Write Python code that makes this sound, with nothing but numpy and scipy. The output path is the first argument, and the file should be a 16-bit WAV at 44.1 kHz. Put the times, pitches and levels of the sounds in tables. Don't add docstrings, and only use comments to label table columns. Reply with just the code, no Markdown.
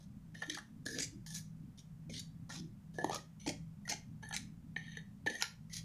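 import sys
import numpy as np
from scipy import signal
from scipy.fft import rfft, irfft
from scipy.io import wavfile
from scipy.ndimage import uniform_filter1d

SR = 44100
rng = np.random.default_rng(int(sys.argv[2]) if len(sys.argv) > 2 else 0)


def unload_audio(sound):
    columns = np.transpose(np.atleast_2d(sound))
    steps = np.round(np.clip(columns, -1, 1) * 32767)
    wavfile.write(sys.argv[1], SR, steps.astype(np.int16))


N = 257544
T = np.arange(N) / SR

# plate/dB, spoon/dB, scrape/dB
STROKES = [(0.0, 0.051, 1800, 0.8, -8, 0.16, 2.5, -77, -90, -70.5),
           (0.341, 0.23, 1862, 0.67, -3, 0.67, 3.5, -69, -61, -62),
           (0.854, 0.15, 1756, 0.54, -5.5, 0.22, 4, -55.5, -53, -54),
           (1.262, 0.15, 1813, 1.15, 8, 0.26, 5.5, -76, -66, -56.5),
           (1.775, 0.04, 1800, .6, 6, 0.2, 0.5, -72.5, -100, -63),
           (2.096, 0.12, 2280, 0.53, -3, 0.3, -0.5, -65, -65, -59.5),
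           (2.491, .117, 1947, 1.38, 0, 0.16, -0.5, -60, -66.5, -54.5),
           (2.937, 0.052, 1790, 0.68, -1, 0.4, 0.5, -67, -76.5, -68.5),
           (2.987, 0.21, 1817, 0.92, -8, 0.68, 2.5, -52.5, -55.5, -62),
           (3.397, 0.091, 2370, 0.69, -1, 0.78, 4.5, -93, -69, -62),
           (3.851, 0.1, 1975, 0.86, 3, .6, 10, -77, -64, -69),
           (4.221, 0.18, 1790, 1.1, 17.5, 0.94, 4, -64, -58.5, -66.5),
           (4.763, 0.24, 1883, 1.25, 16, 0.94, -3, -72, -58.5, -61),
           (5.26, 0.15, 1856, 0.81, -0.5, 0.73, 2, -56, -50.5, -56),
           (5.695, .096, 2100, 1.1, -1, 0.4, 3.5, -84, -59, -65)]
# t/s, length/s, plate pitch factor, tilt/dB per octave,
# plate level/dB, flour scrape level/dB, bare-steel level/dB (levels at full depth)
DIGS = [(0.499, 0.082, 0.49, -6, -69, -54, -59), (0.945, 0.06, .65, -7, -54.5, -55, -61),
        (0.986, 0.074, 0.63, 2, -65, -48, -45.5), (1.334, 0.069, 1.44, 4.5, -74.5, -49.5, -54),
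        (2.129, 0.074, 0.58, -3.5, -71, -51, -63), (2.504, 0.081, 1.54, -3, -66.5, -54.5, -60.5),
        (3.108, 0.068, 1.18, -5.5, -46, -47.5, -55), (3.46, 0.057, 0.74, 0.5, -46, -51.5, -47.5),
        (3.885, 0.065, 0.864, -5, -49.5, -47.5, -45.5), (4.329, 0.065, 1.44, 0, -60.5, -61, -47),
        (5.398, 0.034, 2.7, 1, -58, -52.5, -57), (5.721, 0.085, 1, -0.5, -81, -49.5, -59)]
# t/s, plate pitch factor, tilt/dB per octave,
# plate level/dB, spoon level/dB, tick level/dB, time for the skid to peak/s
KNOCKS = [(0.344, 0.66, 0, -75, -51, -65.5, .003), (0.418, 1.33, 1, -46, -37, -50.5, 0.0036),
          (0.428, 1.6, -9, -54, -41, -51.5, 0.0045), (0.4968, 0.61, -1, -58, -43, -37.5, 0.0015),
          (0.546, 1, 4.5, -80, -47.5, -48.5, 0.0017), (0.573, 2.03, 4, -47, -47.5, -55, 0.0011),
          (0.584, 2.05, 7.5, -52, -47.5, -53, .0016), (0.863, 0.626, 2.5, -44.5, -45.5, -43.5, 0.0008),
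          (0.884, .6, 3, -57, -43.5, -51.5, 0.002), (0.987, 0.65, -5, -50, -49, -40, 0.00017),
          (1.0, 0.76, -2, -49, -71, -49, 0.00016), (2.095, .66, -5, -54, -58.5, -66, 0.0012),
          (2.193, 1, 2, -82, -82, -43.5, 0.0029), (2.497, 2.3, 0, -52.5, -50, -57, 0.0047),
          (2.9853, 0.94, 5, -39, -40.5, -56, 0.00036), (3.0441, .85, 5, -29.5, -46.5, -46, 0.000089),
          (3.0961, 1, 6, -36.5, -50.5, -51, 0.000071), (3.109, 1.1, -2, -40, -66, -56, 0.000086),
          (3.145, 1.28, 10.5, -47, -56, -47, .0012), (3.463, 0.77, -1, -42.5, -54, -50, 0.00084),
          (3.4767, 0.82, -5.5, -42, -56, -44, 0.00039), (3.49, 0.66, -2.5, -41.5, -47, -41, 0.0018),
          (3.877, 1.96, 3.5, -50, -51, -52.5, 0.0013), (3.893, 1.26, 1, -52.5, -49.5, -38, 0.0042),
          (4.226, 1.24, -0.5, -54.5, -48.5, -58, 0.0044), (4.289, 1.6, 18, -70, -64, -54.5, .001),
          (4.309, 1.7, -1, -49, -48, -57, 0.00075), (4.327, 1.46, -2, -51, -50, -47, 0.00042),
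          (4.339, 1.55, -5, -53.5, -56, -42, 0.0025), (4.365, 1, .5, -74, -61, -38.5, 0.00024),
          (4.762, 1.18, -18.5, -52, -35.5, -43, 0.0013), (4.97, 0.67, 1, -55.5, -44, -52, 0.0012),
          (5.262, 0.82, 0, -39, -37.5, -47, 0.0015), (5.269, 0.58, -6, -46, -32, -41.5, 0.0019),
          (5.298, 0.54, -0.5, -45, -52, -47, 0.0022), (5.352, 1.5, 4, -76, -40.5, -50.5, 0.00095),
          (5.412, 4, -6, -44, -51, -51, 0.0017), (5.4234, 2.44, -2.5, -36.5, -54, -31, 0.00072),
          (5.44, 4, -13, -52, -44.5, -46, 0.00016)]
# t/s, length/s, centre f/Hz, level/dB
CRUNCHES = [(0.462, 0.11, 308, -53), (0.882, 0.18, 291, -52), (1.111, 0.074, 303, -56.5),
            (1.558, 0.13, 261, -59.5), (2.055, 0.16, 242, -52.5), (2.559, 0.14, 315, -58)]
# factor on main mode, width/Hz before damping, relative level/dB
SPOON_MODES = [(0.968, 119, 8), (1.034, 156, -2)]
# f/Hz, width/Hz, relative level/dB
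OVERTONES = [(2240, 400, -1.5), (3120, 410, 3.5), (3760, 270, 2), (4360, 170, -1), (6153, 230, 3),
             (6650, 160, -10), (9650, 1300, -7), (10850, 890, -8)]
# f/Hz, width/Hz, level/dB before the push is added
PLATE_MODES = [(272.6, 80, -0.5), (426, 140, -5.5), (827, 150, 7), (1400, 94, 7)]
# f/Hz, relative level/dB
PLATE_PUSH = [(60, -37.5), (160, -12), (240, -1), (400, 9), (560, 3.5), (800, 8.5), (1050, -2),
              (1350, -23.5), (2400, -38), (6000, -62)]
# f/Hz, relative level/dB
MUFFLED = [(900, -69), (2700, -27), (3250, 4), (4300, 3.5), (5100, 3), (6200, 5.5), (6800, 3.5),
           (7400, -16.5), (8300, -8), (9300, -4), (11800, -13), (13500, -20.5), (15500, -56)]
# f/Hz, relative level/dB
BARE_STEEL = [(300, -53), (1100, -20.5), (1500, -0.5), (2300, 9.5), (3000, 2), (4500, 4), (6700, 5.5),
              (7700, 2.5), (9500, -1.5), (12000, -30), (14000, -28), (15500, -61.5)]
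# f/Hz, t60/s
ROOM = [(200, 0.37), (700, 0.23), (2000, 0.29), (6500, 0.25), (10000, 0.25), (15000, 0.24)]
# f/Hz, relative level/dB
FLOOR = [(20, -11.5), (36, -31.5), (50, -6.5), (75, -9), (115, 0), (160, -1), (210, -3), (260, -10),
         (330, -26), (450, -30.5), (1000, -34), (4000, -45.5), (6500, -45), (15000, -50)]
# f/Hz, level/dB before swell
HUMS = [(48.4, -71.5), (161.5, -57.5), (199.5, -65)]
# t/s, level/dB
RUMBLE = [(0.0, -65), (0.06, -50.5), (0.63, -62), (0.83, -52.5), (1.67, -51), (1.76, -58.5), (2.05, -49.5),
          (2.99, -54.5), (3.11, -49), (3.27, -61), (3.46, -50), (4.06, -56), (4.08, -50), (5.27, -54.5),
          (5.35, -67.5), (5.84, -48.5)]

TOUCH_S, LIFT_S = 0.0012, 0.013
LANDING_S = 0.019
LANDING_DB = (6, 5.5, -0.5)
EASE_DB_PER_S = (-76, -23, -3.5)
BURIED_DB = -3.5
GLIDE_STEEL_DB = -14.5
FLUTTER_DB = 4
DIG_IN_S, DIG_OUT_S = 0.011, .02
DIG_SPOON_DB = -17
DIG_SAG = 0.96
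KNOCK_STEEL_DB, DEEP_STEEL_DB = -13.5, 10
FLOOR_DB, EDGE_HZ = -55, 15480


def strokes():
    out = np.zeros(N)
    for start_s, length_s, hz, stiffness, hollow_db, light, tilt_db, *levels_db in STROKES:
        t = np.arange(0, length_s, 1 / SR)
        touch = held(t, length_s, TOUCH_S, LIFT_S) * gain_of(BURIED_DB * depth(start_s + t))
        plate, spoon, scrape = (
            touch * gain_of(level_db + landing_db * np.exp(-t / LANDING_S) + ease * t)
            for level_db, landing_db, ease in zip(levels_db, LANDING_DB, EASE_DB_PER_S))
        flutter = evened(gain_of(FLUTTER_DB * drift(SR, size=500))[:len(t)])
        steel = scrape * (1 - light) * gain_of(GLIDE_STEEL_DB)
        gains = plate, spoon * flutter, scrape, steel
        add(out, start_s, rub(gains, hz, hollow_db, light, stiffness, tilt_db))
    return out


def digs():
    out = np.zeros(N)
    for start_s, length_s, stiffness, tilt_db, plate_db, scrape_db, steel_db in DIGS:
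        t = np.arange(0, length_s, 1 / SR)
        deep = held(t, length_s, DIG_IN_S, DIG_OUT_S)
        plate = deep * gain_of(plate_db)
        scrape = deep * gain_of(scrape_db)
        spoon = scrape * gain_of(DIG_SPOON_DB)
        steel = deep ** 2 * gain_of(steel_db)
        middle_s = start_s + length_s / 2
        add(out, start_s, rub((plate, spoon, scrape, steel), *grip(middle_s), stiffness, tilt_db))
    return out


def knocks(chatter_per_ms=1.8, size=1200):
    out = np.zeros(N)
    t = np.arange(size) / SR
    blow = np.sqrt(.008 * SR)
    for start_s, stiffness, tilt_db, plate_db, spoon_db, tick_db, skid_s in KNOCKS:
        skid = rng.standard_normal(size) * t * np.exp(-t / max(skid_s, 1 / SR))
        skid /= np.linalg.norm(skid)
        push = (t == 0) + chatter_per_ms * skid_s * 1000 * skid
        shift = 1 + 0.019 * rng.standard_normal()
        rings = bodies(*grip(start_s), stiffness, tilt_db, shift, damping=0.97)
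        steel_db = tick_db + KNOCK_STEEL_DB + DEEP_STEEL_DB * depth(start_s)
        for level_db, ring in zip((plate_db, spoon_db, tick_db, steel_db), rings):
            sound = signal.fftconvolve(push, ring)
            add(out, start_s, blow * gain_of(level_db) * sound / np.linalg.norm(sound))
    return out


def crunches(width_hz=40):
    out = np.zeros(N)
    f_hz = np.fft.rfftfreq(SR, 1 / SR)
    for start_s, length_s, hz, level_db in CRUNCHES:
        band = np.exp(-((f_hz - hz) / width_hz) ** 2 / 2)
        grain = irfft(rfft(rng.standard_normal(SR)) * band)[:int(length_s * SR)]
        add(out, start_s, gain_of(level_db) * evened(grain) * signal.windows.tukey(len(grain), .5))
    return out


def rub(gains, hz, hollow_db, light, stiffness, tilt_db, judder_db=2.0, wander=0.018):
    out = np.zeros(SR)
    length = len(gains[0])
    judder = gain_of(judder_db * drift(SR, size=170))
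    drive = evened(slips(per_s=1300, spread_db=1.0, powder=0.31) * judder)
    shift = 1 + wander * drift(SR, size=5000)
    hop = 1500
    window = signal.windows.cosine(2 * hop)
    for start in range(-hop, length, hop):
        at = np.arange(max(start, 0), min(start + 2 * hop, length))
        rings = bodies(hz, hollow_db, light, stiffness, tilt_db, shift[at].mean(), damping=0.83)
        for gain, ring in zip(gains, rings):
            push = drive[at] * window[at - start] * gain[at]
            add(out, at[0] / SR, signal.fftconvolve(push, ring))
    return out


def slips(per_s, spread_db, powder):
    size = gain_of(spread_db * np.minimum(rng.exponential(1, SR), 3))
    sign = rng.choice([-1, 1], SR)
    clicks = size * sign * (rng.random(SR) < per_s / SR)
    return evened(evened(clicks) + powder * rng.standard_normal(SR))


def bodies(hz, hollow_db, light, stiffness, tilt_db, shift, damping):
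    ripple_db = 4
    light = np.clip(light, 0, 1)
    push = tilted(PLATE_PUSH, stiffness, 0)
    hollow = ringing([(f, width, db + read(push, f)) for f, width, db in PLATE_MODES])
    hollow_gain = gain_of(hollow_db)
    plate = (body(push, ripple_db) + hollow_gain * hollow) / np.hypot(1, hollow_gain)
    spoon = ringing([(hz * k * shift, width * damping, db) for k, width, db in SPOON_MODES])
    clear = ringing(tilted(OVERTONES, shift, tilt_db))
    blurred = body(tilted(MUFFLED, shift, tilt_db), ripple_db)
    scrape = (light * clear + (1 - light) * blurred) / np.hypot(light, 1 - light)
    steel = body(tilted(BARE_STEEL, 1, tilt_db), ripple_db)
    return plate, spoon, scrape, steel


def body(colour, ripple_db, size=2048):
    hz = np.fft.rfftfreq(size, 1 / SR)
    log_gain = np.log(gain_of(read(colour, hz) + ripple_db * drift(len(hz), size=10)))
    circle = np.r_[log_gain, log_gain[-2:0:-1]]
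    ring = np.fft.ifft(np.exp(np.conj(signal.hilbert(circle)))).real
    return ring / np.linalg.norm(ring)


def ringing(modes, size=2048):
    t = np.arange(size) / SR
    ring = np.zeros(size)
    for hz, width_hz, db in modes:
        swell = width_hz ** (3 / 2) * t * np.exp(-np.pi * width_hz * t)
        ring += gain_of(db) * swell * np.sin(2 * np.pi * (hz * t + rng.random()))
    return ring / np.linalg.norm(ring)


def tilted(rows, shift, tilt_db):
    pivot_hz = 5000
    return [(f * shift, *rest, db + tilt_db * np.log2(f / pivot_hz)) for f, *rest, db in rows]


def depth(s):
    dips = sum(held(s - start_s, length_s, DIG_IN_S, DIG_OUT_S) for start_s, length_s, *_ in DIGS)
    return np.minimum(dips, 1)


def grip(s):
    early_s = .01
    _, _, hz, _, hollow_db, light, *_ = [row for row in STROKES if row[0] <= s + early_s][-1]
    return hz * DIG_SAG ** depth(s), hollow_db, light * (1 - depth(s))


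def kitchen(x, count=5):
    turn = 4 * T
    out = np.zeros(N)
    for k in range(count):
        away = abs((turn * count - k + count / 2) % count - count / 2)
        fade = np.cos(np.pi / 2 * np.minimum(away, 1))
        out += signal.oaconvolve(x * fade, reflections())[:N]
    return out


def reflections(gap_s=0.0023):
    taps = rng.choice([-1., 1.], SR) * (rng.random(SR) < 1 / 10) * (T[:SR] > gap_s)
    hz, t, bands = signal.stft(taps, SR, nperseg=256)
    decay = gain_of(-60 * t / read(ROOM, hz)[:, None])
    tail = signal.istft(bands * decay, SR, nperseg=256)[1]
    return tail / np.linalg.norm(tail)


def background(sway=0.73, upper_db=-1, upper_swell_db=4.0):
    waver = .45
    hz = np.fft.rfftfreq(N, 1 / SR)
    white = rfft(rng.standard_normal(N))
    noise = gain_of(FLOOR_DB) * evened(irfft(white * gain_of(read(FLOOR, hz)), N))
    deep, low = (irfft(rfft(noise) / (1 + (hz / edge_hz) ** 12), N) for edge_hz in (205, 370))
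    upper = (low - deep) * gain_of(upper_db + upper_swell_db * drift(N, size=6000))
    hum = np.zeros(N)
    for f, db in HUMS:
        strength = 1 + waver * drift(N, size=5000)
        tone = np.sin(2 * np.pi * f * T + drift(N, size=7000))
        hum += gain_of(db) * evened(strength * tone)
    swell_db = np.interp(T, *np.transpose(RUMBLE))
    hiss = noise - low
    return hiss + (deep + upper + hum) * gain_of(sway * (swell_db - swell_db.mean()))


def gain_of(db):
    return 10 ** (np.asarray(db) / 20)


def evened(x):
    return x / np.sqrt(np.mean(x ** 2) + 1e-20)


def read(points, hz):
    f, value = np.transpose(points)
    return np.interp(np.log(hz + 1), np.log(f + 1), value)


def add(mix, s, sound):
    part = mix[max(round(s * SR), 0):][:len(sound)]
    part += sound[:len(part)]


def drift(length, size):
    noise = rng.standard_normal(length)
    return evened(uniform_filter1d(uniform_filter1d(noise, size), size))


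def held(t, length_s, attack_s, release_s):
    return np.clip(np.minimum(t / attack_s, (length_s - t) / release_s), 0, 1)


def scene(room_db=-8):
    stirring = strokes() + digs() + knocks() + crunches()
    return (stirring + gain_of(room_db) * kitchen(stirring) + background())[None]


def record(dry):
    low_pass = signal.firwin(511, EDGE_HZ, window=("kaiser", 9), fs=SR)
    return signal.oaconvolve(dry, low_pass[None], "same")


dry = scene()
out = record(dry)
unload_audio(out)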